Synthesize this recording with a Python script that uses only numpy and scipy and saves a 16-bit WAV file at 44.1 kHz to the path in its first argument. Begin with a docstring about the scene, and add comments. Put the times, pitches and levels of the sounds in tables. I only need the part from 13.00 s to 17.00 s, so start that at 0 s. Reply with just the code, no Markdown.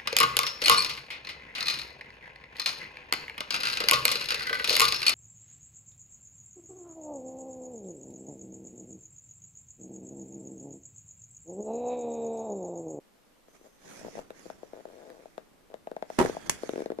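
"""A plastic case handled close to a stereo microphone in a small, quiet room.
The grip rubs softly, with a thin whistle as it starts to slide, and the plastic sticks and slips
in dull ticks and short creaks. Just after three seconds a rattling knock rings the hollow case.
An edge scrapes on the right and snaps sharply, and a run of deeper ticks follows."""
import sys
import numpy as np
from scipy import signal
from scipy.fft import rfft, irfft
from scipy.io import wavfile
from scipy.ndimage import uniform_filter1d

SR = 44100
rng = np.random.default_rng(int(sys.argv[2]) if len(sys.argv) > 2 else 0)


def generate_wav(sig):
    """Save sig (samples, or channels by samples) to the path in sys.argv[1] as 16-bit PCM at SR."""
    pcm = np.round(np.clip(np.atleast_2d(sig).T, -1, 1) * 32767).astype(np.int16)
    wavfile.write(sys.argv[1], SR, pcm)


N = 176400  # 4 s
CREAK_HZ, SLIP_SWELL_S = 526, 0.0012


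def amp(db):
    """Decibels to gain."""
    return 10 ** (np.asarray(db) / 20)


def unit(x):
    """Scales to rms 1."""
    return x / np.sqrt(np.mean(x ** 2) + 1e-20)


def add(mix, start_s, sound):
    """Mixes a sound in at a time."""
    part = mix[..., max(round(start_s * SR), 0):][..., :sound.shape[-1]]
    part += sound[..., :part.shape[-1]]


def noise(spectrum, size=N, channels=2):
    """Noise of rms 1, shaped by rows of freq_hz, level_db."""
    hz, db = np.transpose(spectrum)
    gain = amp(np.interp(np.log(np.fft.rfftfreq(size, 1 / SR) + 1), np.log(hz), db))
    return unit(irfft(rfft(rng.standard_normal((channels, size))) * gain, size))


def fade(t60, size):
    """Exponential decay, 60 dB down after t60 seconds."""
    return np.exp(-np.log(1000) * np.arange(size) / SR / t60)


def level(points):
    """Gain over time from rows of time_s, level_db."""
    return amp(np.interp(np.arange(N) / SR, *np.transpose(points)))


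def ring(modes, size):
    """Struck modes dying away."""
    t = np.arange(size) / SR
    return sum(amp(db) * fade(t60, size) * np.sin(2 * np.pi * hz * t) for hz, db, t60 in modes)


def stereo_ring(modes, size):
    """Panned modes: each row ends with how many dB louder it is on the left."""
    return sum(ring([mode], size) * amp([[left_db / 2], [-left_db / 2]]) for *mode, left_db in modes)


def radiated(x, low_hz):
    """The small walls radiate little below low_hz."""
    return signal.sosfilt(signal.butter(2, low_hz, "high", fs=SR, output="sos"), x)


def room(dry, tail_db, early_db, early_t60=0.034, size=16000):
    """Adds quick reflections from the case and desk, and the small room's tail."""
    # room decay: freq_hz, t60_s
    decay = [(100, 0.43), (300, 0.22), (800, 0.14), (2000, 0.37), (6000, 0.22), (14000, 0.18)]
    centres, t60s = np.transpose(decay)
    log_hz = np.log(np.fft.rfftfreq(size, 1 / SR) + 1)
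    bands = [np.interp(log_hz, np.log(centres), row) for row in np.eye(len(t60s))]
    phases = np.exp(2j * np.pi * rng.random((2, len(log_hz))))
    tail = sum(irfft(phases * band, size) * fade(t60, size) for band, t60 in zip(bands, t60s))
    early = rng.standard_normal((2, size)) * fade(early_t60, size)
    arrived = np.arange(size) / SR > .003
    response = amp(tail_db) * unit(tail * arrived) + amp(early_db) * unit(early * arrived)
    return dry + signal.oaconvolve(dry, response / np.sqrt(size), axes=1)[:, :N]


def room_tone(level_db=-63.5, shared=0.15):
    """The quiet room, a small share of its power common to both channels."""
    # background spectrum: freq_hz, level_db
    tone = [(25, -2), (100, -15.5), (190, -4.5), (450, -5.5), (1100, -12.5), (7000, -23.5), (14000, -26)]
    centre = np.sqrt(shared) * noise(tone, channels=1)
    return amp(level_db) * (centre + np.sqrt(1 - shared) * noise(tone))


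def stroke(peak_s, db, rise_s, fall_s):
    """Gain of one sliding movement that swells and fades."""
    t = np.arange(N) / SR
    return amp(db) * np.exp(-.5 * ((t - peak_s) / np.where(t < peak_s, rise_s, fall_s)) ** 2)


def patchy(hiss, spread_db=3):
    """Makes the hiss patchy: narrow bands swell and fade at random."""
    bands = signal.stft(hiss, nperseg=512)[2]
    patches = uniform_filter1d(rng.standard_normal(bands.shape[1:]), size=4, axis=0)
    patches = unit(uniform_filter1d(patches, size=9, axis=1))
    uneven = signal.istft(bands * amp(spread_db * patches), nperseg=512)[1][:, :N]
    return unit(uneven) * np.sqrt(np.mean(hiss ** 2))


def rubbing(grain_db=1.5):
    """The grip slides: swishes of grainy hiss, a thin friction whistle and a dull rumble."""
    # rubbing strokes: peak_s, level_db, rise_s, fall_s
    strokes = [(.555, -61, 0.012, 0.013), (.66, -65.5, 0.017, 0.015), (0.911, -55.5, 0.06, 0.084),
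               (.99, -55.5, .025, 0.039), (1.08, -59.5, 0.047, .05), (1.164, -55.5, 0.022, 0.038),
               (1.39, -60, 0.031, 0.085), (1.48, -64, 0.043, 0.046), (2.1, -69.5, 0.9, 0.24),
               (3.17, -57, 0.059, .03), (3.22, -46.5, 0.021, 0.06), (3.32, -54, 0.048, 0.11),
               (3.467, -51.5, 0.0067, 0.0075), (3.649, -54, 0.06, 0.054), (3.8, -57, 0.086, 0.042)]
    # spectra of the hiss on each side, the whistle and the rumble: freq_hz, level_db
    left_tone = [(60, -18), (180, 10), (550, 11.5), (1000, 1.5), (1600, -7), (2500, -1), (3500, -8),
                 (6400, -5), (10000, -17), (14000, -16.5)]
    right_tone = [(60, -4), (200, 17.5), (800, 9.5), (1100, 4.5), (1950, 10.5), (2400, 5), (2950, -5),
                  (3350, 4.5), (4000, -1), (6100, 6), (7000, 2.5), (8300, -4.5), (10000, -0.5),
                  (11000, -14), (15000, -14)]
    whistle_tone = [(5300, -48), (6120, -12), (6700, -29)]
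    rumble_tone = [(25, -7.5), (130, -8.5), (250, -2.5), (1000, -14.5), (2500, -28.5), (9000, -36.5)]
    # loudness of the whistle and the rumble: time_s, level_db
    whistle_levels = [(.47, -100), (.49, -70.5), (.8, -73), (.95, -58), (1.1, -100)]
    rumble_levels = [(0, -85), (.93, -69), (1.0, -58), (1.07, -45.5), (1.13, -68), (1.19, -48.5),
                     (1.28, -63), (1.46, -63.5), (1.6, -60), (2.1, -67), (3.16, -64.5), (3.22, -37),
                     (3.4, -63.5), (3.5, -45), (3.6, -56.5), (4, -56.5)]
    power = sum(stroke(*row) ** 2 for row in strokes)
    grain = amp(grain_db * unit(uniform_filter1d(rng.standard_normal(N), size=200)))
    left = amp(4) * noise(left_tone, channels=1)
    right = amp(7) * noise(right_tone, channels=1)
    swishes = patchy(np.vstack([left, right])) * np.sqrt(power)
    whistle = noise(whistle_tone) * level(whistle_levels)
    rumble = noise(rumble_tone) * level(rumble_levels)
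    return grain * (swishes + whistle + rumble)


def slip(start_s, db, hz, grit_db, wall):
    """A speck of grit gives way; the wall springs free for a few cycles until the grip damps it."""
    # the flexing wall in the right channel as the case turns: time_s, gain_db
    turning = [(1.9, -9), (2.9, -6)]
    # grit spectrum: freq_hz, level_db
    grit_tone = [(300, 2), (1000, 11), (1900, 7.5), (2900, -6.5), (3700, -1.5), (5200, -11), (10000, -17),
                 (15000, -23)]
    wait_s, right_lag_s, shake_db_per_octave = 0.0006, .00027, -9
    t = np.arange(len(wall)) / SR
    free_s = np.maximum(t - wait_s, 0)
    swell = free_s / SLIP_SWELL_S
    tail = amp(-12) * (1 - np.exp(-swell)) * fade(t60=.02, size=len(t))
    swing = (swell * np.exp(1 - swell)) ** 2 + tail
    shake = amp(shake_db_per_octave * np.log2(hz / CREAK_HZ))  # deeper slips shake the wall more
    flex = shake * wall - swing * np.sin(2 * np.pi * hz * free_s)
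    right = amp(np.interp(start_s, *np.transpose(turning))) * np.interp(t - right_lag_s, t, flex)
    grit = amp(grit_db) * noise(grit_tone, len(t)) * fade(t60=0.0085, size=len(t))
    return amp(db) * (np.array([flex, right]) + grit)


def ticks_and_creaks(size=2048):
    """Gripped plastic sticks and slips, singly or in uneven creaking runs."""
    # single slips: start_s, level_db, pitch_hz, relative_grit_db
    ticks = [(0.4832, -44, 517, -11), (0.612, -42, 395, -20), (1.0127, -34, 570, -18),
             (1.047, -26, 507, -36), (1.0653, -32, 550, -25), (1.0821, -28, 570, -31),
             (1.1527, -28.5, 565, -23), (1.1711, -30, 576, -23), (1.1799, -25, 585, -18),
             (1.1903, -23, 584, -19), (1.305, -27, 530, -10), (1.4560, -34.5, 420, -17),
             (1.4620, -30.5, 416, -17), (1.501, -25, 620, -12), (1.6315, -26.5, 506, -22),
             (1.7332, -26.5, 526, -23), (1.8536, -26, 570, -18.5), (2.1018, -32.5, 515, -7.5),
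             (2.2565, -31.5, 619, -18), (2.3792, -23.5, 575, -10.5), (2.7411, -25, 574, -10),
             (2.8719, -23, 640, -16), (2.9153, -23.5, 510, -20), (2.9653, -22, 650, -17.5),
             (3.0247, -19, 641, -14.5), (3.1014, -23, 654, -15), (3.2493, -11, 440, -22),
             (3.2740, -29.5, 548, -20), (3.2960, -16.5, 440, -19), (3.3485, -31, 591, -19),
             (3.3676, -20.5, 676, -26), (3.6337, -18, 480, -14), (3.6923, -16, 432, -11.5),
             (3.7345, -19, 380, -17.5), (3.7584, -19, 392, -18.5), (3.7780, -18.5, 429, -20),
             (3.7916, -22.5, 400, -20.5), (3.8042, -19, 423, -19.5), (3.8195, -20, 404, -15.5),
             (3.8594, -18.5, 470, -15), (3.9024, -17.5, 416, -19.5), (3.9187, -20, 444, -20),
             (3.987, -18.5, 450, -19.5)]
    # quick runs of slips: start_s, end_s, level_db, slips_per_s
    creaks = [(0.643, .672, -43, 124), (1.744, 1.808, -36.5, 126), (1.87, 1.96, -40, 100),
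              (1.965, 2.12, -40, 151), (2.128, 2.24, -43.5, 115), (2.701, 2.746, -43, 111)]
    # wall modes that every slip touches: freq_hz, level_db, t60_s
    wall_modes = [(219, -16, 0.028), (1080, -25, 0.016), (1580, -22, 0.015)]
    spread_db, pitch_spread, timing_spread = 1.5, .08, .2
    out = np.zeros((2, N))
    wall = ring(wall_modes, size) * (1 - np.exp(-np.arange(size) / SR / SLIP_SWELL_S))
    chance = rng.standard_normal((len(creaks), 40, 3))
    for start_s, *row in ticks:
        add(out, start_s, slip(start_s, *row, wall))
    for (at_s, end_s, db, rate), draws in zip(creaks, chance):
        for wait, strength, pitch in draws:
            hz = CREAK_HZ * np.exp(pitch_spread * pitch)
            tick = slip(at_s, db + spread_db * strength, hz, grit_db=-15, wall=wall)
            if at_s < end_s:
                add(out, at_s, tick)
            at_s += np.exp(timing_spread * wait) / rate
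    return room(radiated(out, low_hz=154), tail_db=-13, early_db=-14)


def scrape(t60=.012, left_db=-15, size=2000):
    """An edge drags on the right, loudest at the big snap: tiny catches ring its resonances."""
    # edge resonances: freq_hz, level_db
    edge_modes = [(1650, 2), (3320, -1), (4570, -8)]
    catches = rng.standard_normal(N) ** 3
    edge = ring([(hz, db, t60) for hz, db in edge_modes], size)
    drag = stroke(peak_s=3.5, db=-53.5, rise_s=0.2, fall_s=0.1)
    return unit(signal.oaconvolve(catches, edge)[:N]) * drag * amp([[left_db], [0]])


def knock(clatter_t60=0.028, clatter_left_db=-4.5, size=9600):
    """A few quick blows ring the hollow case and make it clatter."""
    # blows: start_s, ring_db, clatter_db
    blows = [(3.1863, -29, -19.5), (3.1892, -23.5, -12), (3.1986, -23, -15.5), (3.2027, -16, -19),
             (3.2137, -19, -17.5), (3.2262, -29, -23), (3.2600, -43, -22.5)]
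    # modes of the whole case: freq_hz, level_db, t60_s
    modes = [(140, -9, 0.29), (188.4, -19, 0.16), (238, -15, 0.13), (273, -10.5, 0.13), (357.8, -6.5, 0.15),
             (377.4, -3, 0.093), (500, -10, 0.16), (561, -13, 0.12), (797, -10, 0.043), (866, -9, 0.075),
             (925, -15.5, 0.086), (1100, -30, 0.057)]
    # clatter spectrum: freq_hz, level_db
    clatter_tone = [(25, -13), (70, -7), (260, 0), (880, 1), (1500, -9), (2200, -12.5), (3500, -21.5),
                    (7000, -24.5), (10000, -28.5), (15000, -56)]
    centre_hz, left_db_per_octave = 400, -4  # deep modes sound on the left, high ones on the right
    panned = [(hz, db, t60, left_db_per_octave * np.log2(hz / centre_hz)) for hz, db, t60 in modes]
    body = radiated(stereo_ring(panned, size), low_hz=153)
    out = np.zeros((2, N))
    for start_s, ring_db, clatter_db in blows:
        clatter = noise(clatter_tone, size) * fade(clatter_t60, size) * amp([[clatter_left_db], [0]])
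        add(out, start_s, amp(clatter_db) * clatter - amp(ring_db) * body)
    return room(out, tail_db=-10.5, early_db=-8.5)


def snaps(crack_t60=0.0082, size=2000):
    """Hard edges crack and ring the rim: twice within the knock, then a loud double snap."""
    # edges snapping: start_s, crack_db, rim_db
    cracks = [(3.1894, -23, -32), (3.2603, -37, -25), (3.4960, -11, -20), (3.4977, -14.5, -31)]
    # modes of the hard rim: freq_hz, level_db, t60_s, left_minus_right_db
    rim_modes = [(270, -13, 0.034, 2), (920, -5, 0.016, 8), (1660, -3.5, 0.011, -9)]
    # crack spectrum: freq_hz, level_db
    crack_tone = [(300, -1.5), (2500, -3.5), (4100, -11), (5000, -5), (6800, 2), (8400, -9), (9800, -1),
                  (11500, -13.5), (14000, -9)]
    out, rim = np.zeros((2, N)), stereo_ring(rim_modes, size)
    for start_s, crack_db, rim_db in cracks:
        crack = noise(crack_tone, size) * fade(crack_t60, size)
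        add(out, start_s, amp(crack_db) * crack + amp(rim_db) * rim)
    return room(out, tail_db=-12.5, early_db=-10.5)


def scene():
    """The case and the room as they reach the microphone."""
    return room_tone() + rubbing() + knock() + snaps() + ticks_and_creaks() + scrape()


def record(dry):
    """The recorder's band limit."""
    cutoff_hz = 14400
    lowpass = signal.firwin(255, cutoff_hz, window=("kaiser", 8), fs=SR)
    return signal.oaconvolve(dry, lowpass[None], "same")


dry = scene()
out = record(dry)
generate_wav(out)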